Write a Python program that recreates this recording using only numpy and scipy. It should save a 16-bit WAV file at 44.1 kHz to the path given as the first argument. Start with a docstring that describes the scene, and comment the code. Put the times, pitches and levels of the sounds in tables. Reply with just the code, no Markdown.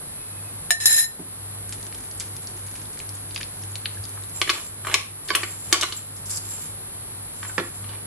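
"""A metal spoon drops into a dish, clinks and rattles to rest. A silicone spatula then stirs mashed
egg in a glass bowl: air pockets pop in small wet clicks over a sticky crackle. Last, a pepper mill
is twisted over the bowl, its burr hissing as peppercorns snap and ring its body.
A few knocks on the kitchen table; a low mains hum, room rumble and microphone hiss throughout."""
import sys
import numpy as np
from scipy import signal
from scipy.fft import rfft, irfft
from scipy.io import wavfile
from scipy.ndimage import uniform_filter1d

SR = 44100
rng = np.random.default_rng(int(sys.argv[2]) if len(sys.argv) > 2 else 0)


def store_pcm(level_fs):
    """Save levels as 16-bit WAV."""
    pcm = np.round(np.clip(level_fs, -1, 1) * 32767).astype(np.int16)
    wavfile.write(sys.argv[1], SR, np.atleast_2d(pcm).T)


N = 355446
TIME = np.arange(N) / SR
SHORT = TIME[:SR // 2]

# Mill twists. Each row: start in s, length in s, burr rub in dB, time of a bite in s, its crunch in dB.
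TWISTS = [(4.328, 0.33, -41, 4.55, -38), (4.825, 0.13, -45.5, 4.93, -32), (5.236, 0.32, -43, 5.36, -35.5),
          (5.584, 0.41, -44, 5.78, -33), (5.935, 0.39, -62, 5.99, -53.5), (6.258, 0.081, -43, 5.5, -53),
          (6.418, 0.24, -42, 6.54, -73), (7.315, 0.38, -50, 7.45, -61), (7.722, 0.047, -47, 7.92, -46)]


def mill():
    """Peppercorns snap, split their husks and ring the mill's body; the grist crunches at each bite."""
    # Each row: time in s, snap level in dB, snap centre in Hz, body level in dB.
    cracks = [(4.4160, -9.5, 3020, -11.5), (4.476, -22, 1890, -22), (4.4940, -12.5, 3580, -11.5),
              (4.499, -6.5, 2920, -15.5), (4.849, -27, 1570, -33), (4.87, -19.5, 1360, -27),
              (4.884, -40, 3000, -26), (4.915, -24, 2200, -43), (4.9417, -8, 5200, -11.5),
              (4.9424, -4.5, 3170, -12), (5.286, -24, 3630, -42), (5.292, -27, 2000, -28),
              (5.304, -29, 1930, -11), (5.339, -28, 2400, -27), (5.3509, -6.5, 2520, -13),
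              (5.354, -11, 9700, -24), (5.433, -16.5, 2030, -19.5), (5.7267, -2, 4800, -6),
              (5.729, -8.5, 6200, -12), (5.743, -22, 3500, -11.5), (5.812, -10, 5130, -32),
              (5.8255, -14, 2580, -12.5), (5.8320, -14.5, 4370, -9), (5.9237, -18.5, 3830, -26),
              (6.324, -39, 1600, -56), (7.43, -29.5, 1700, -33), (7.45, -30, 1680, -38),
              (7.496, -31, 1460, -53), (7.842, -41, 2490, -37), (7.892, -36, 3740, -39)]
    # Each row: frequency in Hz, level in dB, T60 in s.
    body_modes = [(335, -5, .026), (395, -4, .026), (560, -10, .014), (800, -7, .013), (1090, -2, .05),
                  (1160, -1, .065), (1440, 3, .022), (1800, 6, .011), (2170, 6, .02), (2960, 6, .036),
                  (3130, 3, .028), (3770, -2, .013), (4330, 5, .022), (5450, 0, .015), (6700, -6, .01)]
    # Each row: frequency in Hz, gain in dB.
    grist_spectrum = [(150, 12), (330, -8), (600, -3.5), (1200, 1), (1800, -2.5), (3000, 1.5), (5000, -15),
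                      (8000, -29), (14000, -31)]
    body_pan_db, snap_pan_db = -4.5, 1.7  # body sits right of the mouth
    bites = sum(amp(db) * swell(s, half_s=0.054) for _, _, _, s, db in TWISTS)
    loose_grist = amp(-13) * twisting()
    grist = evened(colour(grains(per_s=1100, spread_db=4), grist_spectrum))
    out = pan(grist * (bites + loose_grist), body_pan_db)
    for s, snap_db, hz, body_db in cracks:
        fade_s = min(0.00072 * 2 ** (-snap_db / 8), 0.0056)  # hard corns break at once, weak ones crumble
        crack = snap(hz, fade_s, breadth=1.45, front=1.1)
        husk = amp(-9.5) * snap(hz=7000, fade_s=0.005, breadth=3.3)
        body = amp(body_db) * ring(body_modes, detune=0.06)
        add(out, s, pan(amp(snap_db) * (crack + husk), snap_pan_db) + pan(body, body_pan_db))
    return colour(out, [(40, -28), (150, -39), (290, 0.5), (1000, -1.5)])  # little bass below about 300 Hz


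def burr():
    """The hard burr hisses as it rubs in its ring and sings thinly in fits; grit skids along it."""
    # Each row: frequency in Hz, gain in dB.
    rub_spectrum = [(1500, -6), (4000, 0.5), (5400, 4.5), (7000, 6), (8000, -2), (9000, 6), (11500, 10.5),
                    (12400, -17), (13500, -25)]
    grit_spectrum = [(1500, -13), (3800, -25), (4800, 7), (6200, 7.5), (7500, 2), (9000, 3), (12000, -17)]
    # Each row: frequency in Hz, level in dB, T60 in s.
    burr_modes = [(7440, 1, 0.015), (13000, -1, 0.0095)]
    # Each row: start in s, level in dB, fade in s.
    skids = [(6.161, -45, .016), (6.257, -39.5, 0.013), (6.295, -36, .004), (6.305, -30.5, 0.01),
             (6.322, -44, 0.036), (6.346, -38, 0.0091), (6.36, -39, 0.0074), (6.3724, -26, 0.0026)]
    skid_attack_s = 0.0007
    hiss = np.array([colour(grains(per_s=1200, spread_db=10), rub_spectrum) for _ in range(2)])
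    tones = np.array([excite(grains(per_s=1500, spread_db=6.5), ring(burr_modes)) for _ in range(2)])
    fits = amp(4 * drift(hz=25))
    rub = amp(-3.5) * evened(hiss) + amp(0.5) * evened(tones * fits)
    grit = evened(colour(grains(per_s=6800, spread_db=4.5), grit_spectrum))
    skidding = sum(amp(db) * held(s, skid_attack_s, skid_attack_s, fade_s) for s, db, fade_s in skids)
    return rub * (twisting() + amp(-3) * skidding) + grit * skidding


def twisting():
    """Rub envelope: each twist of the wrist builds, holds and lets go."""
    return sum(amp(db) * held(s, length_s, attack_s=0.044, release_s=0.028)
               for s, length_s, db, _, _ in TWISTS)


def spoon():
    """The spoon lands handle first, bounces and chatters to rest; each channel has its own mode mix."""
    # Each row: time in s, ring in dB, tick in dB, tick centre in Hz, handle's share of the blow (0-1).
    hits = [(.7062, -7.5, -17.5, 4200, 1), (.8020, -28, -28, 5000, .7), (.8572, -3, -6.5, 10500, .1)]
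    # Each row: start in s, length in s, level in dB, handle's share (0-1).
    rattles = [(.708, .008, -27.5, 1), (.802, .05, -34, .55), (.860, .148, -23, 0), (1.02, .018, -31, 0)]
    out = np.zeros((2, N))
    for channel in out:
        for s, length_s, db, handle in rattles:
            force = amp(db) * held(s, length_s, attack_s=0.0014, release_s=0.011)
            channel += chatter(spoon_modes(handle), force)
        for s, ring_db, tick_db, hz, handle in hits:
            clink = amp(ring_db) * ring(spoon_modes(handle), detune=0.002)
            tick = amp(tick_db) * snap(hz, fade_s=0.012, breadth=2.4, front=0.3)
            add(channel, s, clink + tick)
    return pan(out, db=0.8)


def spoon_modes(handle):
    """Modes of spoon on dish for a blow between the spoon's bowl (0) and its handle (1)."""
    # Each row: frequency in Hz, level for a handle blow in dB, for a bowl blow in dB, T60 in s.
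    modes = [(700, -16, -29, .15), (1770, 0, -9, .09), (1814, -6, -6, .33), (2150, -15, -23, .06),
             (2330, -16, -25, .06), (2640, -11, -21, .06), (2900, -12, -23, .06), (3310, -14, -16, .08),
             (3720, -14, -22, .06), (3985, -11, -3, .08), (4016, -8, -1, .17), (5144, -7, -2.5, .11),
             (5240, -18, -6, .08), (5500, -15, -16, .12), (5720, -15, -18, .12), (6480, -16, -14, .09),
             (6735, -18, -6, .08), (6788, -18, -5.5, .18), (6900, -4, -8, .11), (7380, -20, -2, .15),
             (7600, -18, -15, .12), (8560, -18, -11, .1), (8912, -5, -8, .13), (9722, -22, -8, .11),
             (9840, -13, -1.5, .15), (10181, -20, -7, .13), (10448, -22, -3.5, .2), (11343, -20, 1, .17),
             (11950, -2, -22, .05), (12380, -10, -26, .08), (13340, -25, 0, .13), (14130, 0, -16, .04),
             (15450, -8, -6, .08)]
    return [(hz, handle * handle_db + (1 - handle) * bowl_db, t60_s)
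            for hz, handle_db, bowl_db, t60_s in modes]


def chatter(modes, force, points=4):
    """Rapid contacts: free modes ring on unsteadily while a few touching points buzz and scrape."""
    # Each row: frequency in Hz, gain in dB.
    scrape_spectrum = [(500, -63), (2000, 11), (4700, 1), (7000, 17), (10000, 8), (11600, 2), (12600, -20)]
    contacts = np.array([evened(grains(per_s=220, spread_db=1.5)) for _ in range(points)])
    contacts = contacts * force / np.sqrt(points)
    damping = np.exp(-SHORT / 0.01)  # pressed on the dish, modes are damped and detuned
    buzz = sum(excite(point, ring(modes, detune=0.04) * damping) for point in contacts)
    scrape = evened(colour(grains(per_s=450, spread_db=3.5), scrape_spectrum)) * force
    free = sum(excite(point, ring(modes, detune=0.003)) * amp(3 * drift(hz=45) - 1) for point in contacts)
    return free + amp(-4.5) * buzz + amp(-8.5) * scrape


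def spatula():
    """Air pockets pop as the spatula folds the egg, over a sticky crackle and a dull squash."""
    # Each row: middle of a stroke in s, crackle level in dB.
    strokes = [(1.759, -63), (1.98, -55), (2.25, -55.5), (2.53, -58), (2.801, -52), (3.031, -68),
               (3.389, -54), (3.678, -82), (4.101, -79)]
    # Loudest wet clicks. Each row: time in s, level in dB, centre in Hz, fade in s, band edge / centre.
    squelches = [(1.693, -30.5, 7100, .002, 1.5), (1.725, -25, 4640, 0.014, 2.3),
                 (1.829, -33, 5600, 0.0003, 1.7), (1.867, -35, 4500, 0.00041, 2.3),
                 (1.926, -34, 3020, 0.00053, 1.7), (1.947, -31.5, 5460, 0.0036, 2.1),
                 (2.113, -33.5, 5600, 0.00037, 1.8), (2.178, -35, 7960, .001, 1.1),
                 (2.199, -21.5, 6400, 0.0015, 1.44), (2.205, -23, 3880, 0.016, 2.7),
                 (2.366, -31, 6400, .0012, 2.1), (2.421, -37, 7950, 0.0011, 0.93),
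                 (2.472, -28, 5300, 0.0013, 1.35), (2.568, -44, 7040, .0006, 1.4),
                 (2.684, -41, 3400, 0.0017, 2.3), (2.756, -35, 2800, 0.00043, 2.7),
                 (2.761, -38, 4800, 0.0024, 2.3), (2.798, -43, 3200, 0.0022, 2.4),
                 (2.855, -39, 3800, 0.0011, 1.4), (2.932, -38.5, 6000, .0005, 1.7),
                 (2.975, -36, 3000, 0.00073, 2.6), (2.992, -30.5, 3820, 0.00036, 2.3),
                 (3.002, -30.5, 3730, 0.0005, 1.8), (3.092, -28.5, 7050, 0.00042, 1.8),
                 (3.153, -33.5, 7600, 0.00075, 1.3), (3.309, -34.5, 4000, .002, 1.5),
                 (3.346, -30, 5000, 0.0037, 1.7), (3.361, -19.5, 3220, 0.0019, 1.73),
                 (3.364, -37.5, 1300, .004, 1.6), (3.376, -29, 3000, 0.0022, 1.7),
                 (3.405, -40, 1400, .004, 1.6), (3.412, -26.5, 2680, 0.0011, 1.6),
                 (3.431, -24.5, 3430, 0.00065, 1.7), (3.625, -37, 5240, .001, 1.1),
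                 (3.637, -33.5, 3370, 0.0011, 3.1), (3.7185, -38, 6940, .001, 1.04),
                 (3.756, -24, 4230, 0.00089, 1.8), (3.8568, -16.5, 3650, 0.00086, 1.32),
                 (3.858, -24, 1900, 0.00077, 1.5), (3.862, -32, 9500, .0006, 1.1),
                 (3.970, -37.5, 1620, 0.0027, 1.15), (4.040, -30.5, 4340, 0.00062, 1.2),
                 (4.053, -32, 5200, 0.00071, 1.8), (4.093, -34, 6800, .0006, 1.8),
                 (4.174, -36, 1380, 0.0057, 1.5), (4.237, -34, 5300, 0.00096, 2.2),
                 (4.296, -36, 8500, .001, 1.8)]
    # Each row: frequency in Hz, gain in dB.
    crackle_spectrum = [(300, -39), (1500, 13), (3500, 6.5), (7000, 14.5), (12000, -26)]
    squash_spectrum = [(120, -25), (270, 2.0), (450, -4.5), (1200, -33), (4000, -56)]
    half_s = 0.042
    effort = sum(amp(db) * swell(s, half_s) for s, db in strokes)
    clinging = amp(-58) * held(start_s=1.65, length_s=2.6, attack_s=half_s, release_s=half_s)
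    crackle = evened(colour(grains(per_s=200, spread_db=5.5), crackle_spectrum))
    squash = evened(colour(grains(per_s=400, spread_db=5), squash_spectrum))
    out = (crackle + amp(-6) * squash) * (effort + clinging)
    # Three small pops per stroke; columns as in squelches.
    pops = [(s + half_s * offset, -55.5 + 4 * strength, 4850 * 2 ** (0.69 * pitch), 0.0005, 1.5)
            for s, _ in strokes for offset, strength, pitch in rng.uniform(-1.3, 1, size=(3, 3))]
    for s, db, hz, fade_s, breadth in squelches + pops:
        add(out, s, amp(db) * snap(hz, fade_s, breadth, order=2, front=0.71))
    return pan(out, db=1)


def knocks():
    """Bumps on the cloth-covered table: a low thud under a short clack."""
    # Each row: time in s, thud in dB, thud centre in Hz, clack in dB, clack centre in Hz, pan in dB.
    bumps = [(1.194, -27.5, 245, -38, 686, -6), (7.5807, -20.5, 332, -14.5, 1240, -11.5),
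             (7.598, -39, 390, -26.5, 1680, 12)]
    out = np.zeros((2, N))
    for s, thud_db, thud_hz, clack_db, clack_hz, pan_db in bumps:
        thud = amp(thud_db) * snap(thud_hz, fade_s=0.016, breadth=1.52)
        clack = amp(clack_db) * snap(clack_hz, fade_s=0.0039, breadth=2.05)
        add(out, s, pan(thud + clack, pan_db))
    return out


def mains_hum():
    """Mains hum beats against a narrow noise drone; the level dips or swells briefly."""
    # Each row: middle in s, half length in s, level change in dB.
    sags = [(.03, 0.18, -3), (1.14, 0.26, -7.5), (4.004, 0.019, 9), (5.28, 0.077, -10)]
    hum_hz, drone_hz, drone_half_width_hz = 100.2, 99.8, 2.36
    tone = amp(-41) * np.sin(2 * np.pi * hum_hz * TIME)
    drone = noise(lambda hz: amp(-56) / np.hypot(1, (hz - drone_hz) / drone_half_width_hz))
    sag_db = sum(db * swell(s, half_s) for s, half_s, db in sags)
    return amp(sag_db) * (tone + drone)


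def room_rumble():
    """Steady rumble and air, near mono in the bass."""
    # Each row: frequency in Hz, mid noise density in dB.
    spectrum = [(20, -85), (35, -79), (52, -66.5), (75, -76.5), (120, -75.5), (143, -67.5), (220, -76),
                (350, -77), (600, -81), (1100, -81.5), (2200, -87.5), (5000, -110), (11000, -104),
                (14000, -125)]
    # Each row: frequency in Hz, side over mid in dB.
    width = [(30, -30), (70, -10), (110, -19), (200, -7.5), (400, -3), (1200, 0.5)]
    mid = noise(lambda hz: amp(read(spectrum, hz)))
    side = noise(lambda hz: amp(read(spectrum, hz) + read(width, hz)))
    return stereo(mid, side)


def microphone_hiss():
    """Treble noise, mostly opposed in the two channels."""
    # Each row: frequency in Hz, relative density in dB.
    spectrum = [(500, -100), (2000, -93.5), (4200, -86.5), (6300, -94.5), (7600, -85), (9000, -80.5),
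                (10200, -72.5), (11100, -72.5), (11700, -88.5), (12300, -95), (13200, -125)]
    mid, side = (noise(lambda hz: amp(read(spectrum, hz) + 3.5)) for _ in range(2))
    return stereo(amp(-7.5) * mid, side)


def whine(hz=2550):
    """A faint, brief tone wavering in level and pitch."""
    envelope = held(start_s=0.11, length_s=0.35, attack_s=0.12, release_s=0.12)
    level_db = -58.5 + 5.6 * drift(hz=25)
    return envelope * amp(level_db) * np.sin(2 * np.pi * hz * TIME + 0.71 * drift(hz=35))


def kitchen(x):
    """Small room: sparse reflections, each band dying at its own rate."""
    # Each row: frequency in Hz, T60 in s.
    decay = [(200, 0.29), (1500, 0.3), (5000, 0.31), (12000, 0.22)]
    reflections_per_s, shape = 4000, (2, len(SHORT))
    taps = rng.choice([-1., 1.], shape) * (rng.random(shape) < reflections_per_s / SR)
    early_boost = 1 + 2.02 * np.exp(-SHORT / 0.0065)  # off the table and bowl
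    hz, s, bands = signal.stft(taps * (SHORT > .001) * early_boost, SR, nperseg=256)
    _, tail = signal.istft(bands * amp(-60 * s / read(decay, hz)[:, None]), SR, nperseg=256)
    tail /= np.linalg.norm(tail, axis=1, keepdims=True)
    return signal.fftconvolve(x, tail, axes=1)[:, :N]


def microphone(x):
    """A small pair of ports: a bright peak, near mono in the bass, wide in the treble."""
    # Each row: frequency in Hz, gain in dB.
    response = [(100, 8), (6000, -0.5), (8200, 1.5), (10300, 4.5), (11500, -2), (12600, -2), (14000, -21.5),
                (16000, -18)]
    # Each row: frequency in Hz, side gain in dB.
    width = [(150, -17), (500, -8.5), (1500, -1), (4000, 3), (9000, 3.5), (14000, 9)]
    left, right = colour(x, response)
    return stereo((left + right) / 2, colour((left - right) / 2, width))


def snap(hz, fade_s, breadth, order=1, front=0):
    """A sharp front and a dying burst of tiny fractures, band-passed around hz."""
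    burst = rng.choice([-1, 1], len(SHORT)) * np.exp(-SHORT / fade_s)
    burst[0] += np.sign(burst[0]) * front * np.linalg.norm(burst)
    breadth = max(breadth, 1.1)
    band = signal.butter(order, [hz / breadth, min(hz * breadth, SR * .45)], "band", fs=SR, output="sos")
    return unit_blow(signal.sosfilt(np.vstack([band, band]), burst + 1e-18))


def ring(modes, detune=0):
    """Decaying modes after one blow; a changing grip detunes them."""
    hz, db, t60_s = np.transpose(modes)[:, :, None]
    envelope = amp(db - 60 * SHORT / t60_s)
    pitch_hz = hz * (1 + detune * rng.uniform(-1, 1, hz.shape))
    polarity = rng.choice([-1, 1], hz.shape)
    return unit_blow((polarity * envelope * np.sin(2 * np.pi * pitch_hz * SHORT)).sum(0))


def grains(per_s, spread_db):
    """Random tiny impacts, a few much larger than the rest."""
    size = amp(spread_db * np.minimum(rng.exponential(1, N), 3.5))
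    return size * rng.choice([-1, 1], N) * (rng.random(N) < per_s / SR)


def excite(contacts, response):
    """Each contact sets off the response; power is kept."""
    return signal.oaconvolve(contacts, response / np.linalg.norm(response))[:N]


def noise(density):
    """Steady noise with amplitude density(hz) per root Hz."""
    return irfft(rfft(rng.standard_normal(N)) * density(np.fft.rfftfreq(N, 1 / SR)), N) * np.sqrt(SR / 2)


def drift(hz):
    """Random wander below hz, unit rms."""
    return evened(noise(lambda f: 1 / (1 + (f / hz) ** 4)))


def colour(x, points):
    """Minimum-phase filter from (Hz, dB) points; clicks keep their sharp front."""
    log_gain = np.log(amp(read(points, abs(np.fft.fftfreq(4096, 1 / SR)))))
    taps = np.fft.ifft(np.exp(np.conj(signal.hilbert(log_gain)))).real[:2048]
    return signal.oaconvolve(x, taps[None] if x.ndim > 1 else taps, axes=-1)[..., :N]


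def held(start_s, length_s, attack_s, release_s):
    """Envelope: linear rise, hold, exponential release."""
    age_s = TIME - start_s
    return np.clip(age_s / attack_s, 0, 1) * np.exp(-np.clip((age_s - length_s) / release_s, 0, 40))


def swell(middle_s, half_s):
    """Bell-shaped envelope."""
    return np.exp(-np.minimum(((TIME - middle_s) / half_s) ** 2, 40))


def read(points, hz):
    """Interpolates on a log-frequency axis."""
    point_hz, value = np.transpose(points)
    return np.interp(np.log(hz + 1), np.log(point_hz + 1), value)


def amp(db):
    """Decibels to gain."""
    return 10 ** (np.asarray(db) / 20)


def evened(x):
    """Scales to unit rms."""
    return x / np.sqrt(np.mean(x ** 2) + 1e-20)


def unit_blow(x):
    """Scales to the energy of 1 ms at full level."""
    return x / np.sqrt(np.sum(x ** 2) * 1000 / SR + 1e-20)


def add(mix, s, sound):
    """Mixes a sound in at s seconds."""
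    part = mix[..., round(s * SR):][..., :sound.shape[-1]]
    part += sound[..., :part.shape[-1]]


def pan(x, db):
    """Pans by db, left minus right."""
    return x * amp([[db / 2], [-db / 2]])


def stereo(mid, side):
    """Mid and side to left and right."""
    return np.array([mid + side, mid - side])


def scene():
    """Handling sounds in the room, through the microphone, over the background."""
    clink, rub, stir, blows = spoon(), burr(), spatula(), mill() + knocks()
    room = kitchen(amp(-5) * clink + amp(-0.5) * rub + amp(-4.5) * stir + amp(0.5) * blows)
    direct = amp(6.5) * clink + rub + stir + blows
    background = room_rumble() + mains_hum() + microphone_hiss() + whine()
    return microphone(direct + room) + background


def record(dry):
    """Gain control ducks after loud blows and recovers slowly; peaks clip; a low-pass follows."""
    threshold_db, fall_db_per_s, duck_db_per_db, cutoff_hz = -26.5, 32, 0.25, 16200
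    power = signal.lfilter([1 / 400], [1, 1 / 400 - 1], (dry ** 2).mean(0))  # 9 ms average
    power_db = 10 * np.log10(power + 1e-12)
    fall_db = TIME * fall_db_per_s
    peak_db = np.maximum.accumulate(power_db + fall_db) - fall_db
    over_db = np.maximum(peak_db - threshold_db, 0)
    ducked = dry * amp(-duck_db_per_db * uniform_filter1d(over_db, size=100))
    low_pass = signal.firwin(255, cutoff_hz, window=("kaiser", 9), fs=SR)
    return signal.oaconvolve(np.clip(ducked, -1, 1), low_pass[None], "same")


dry = scene()
out = record(dry)
store_pcm(out)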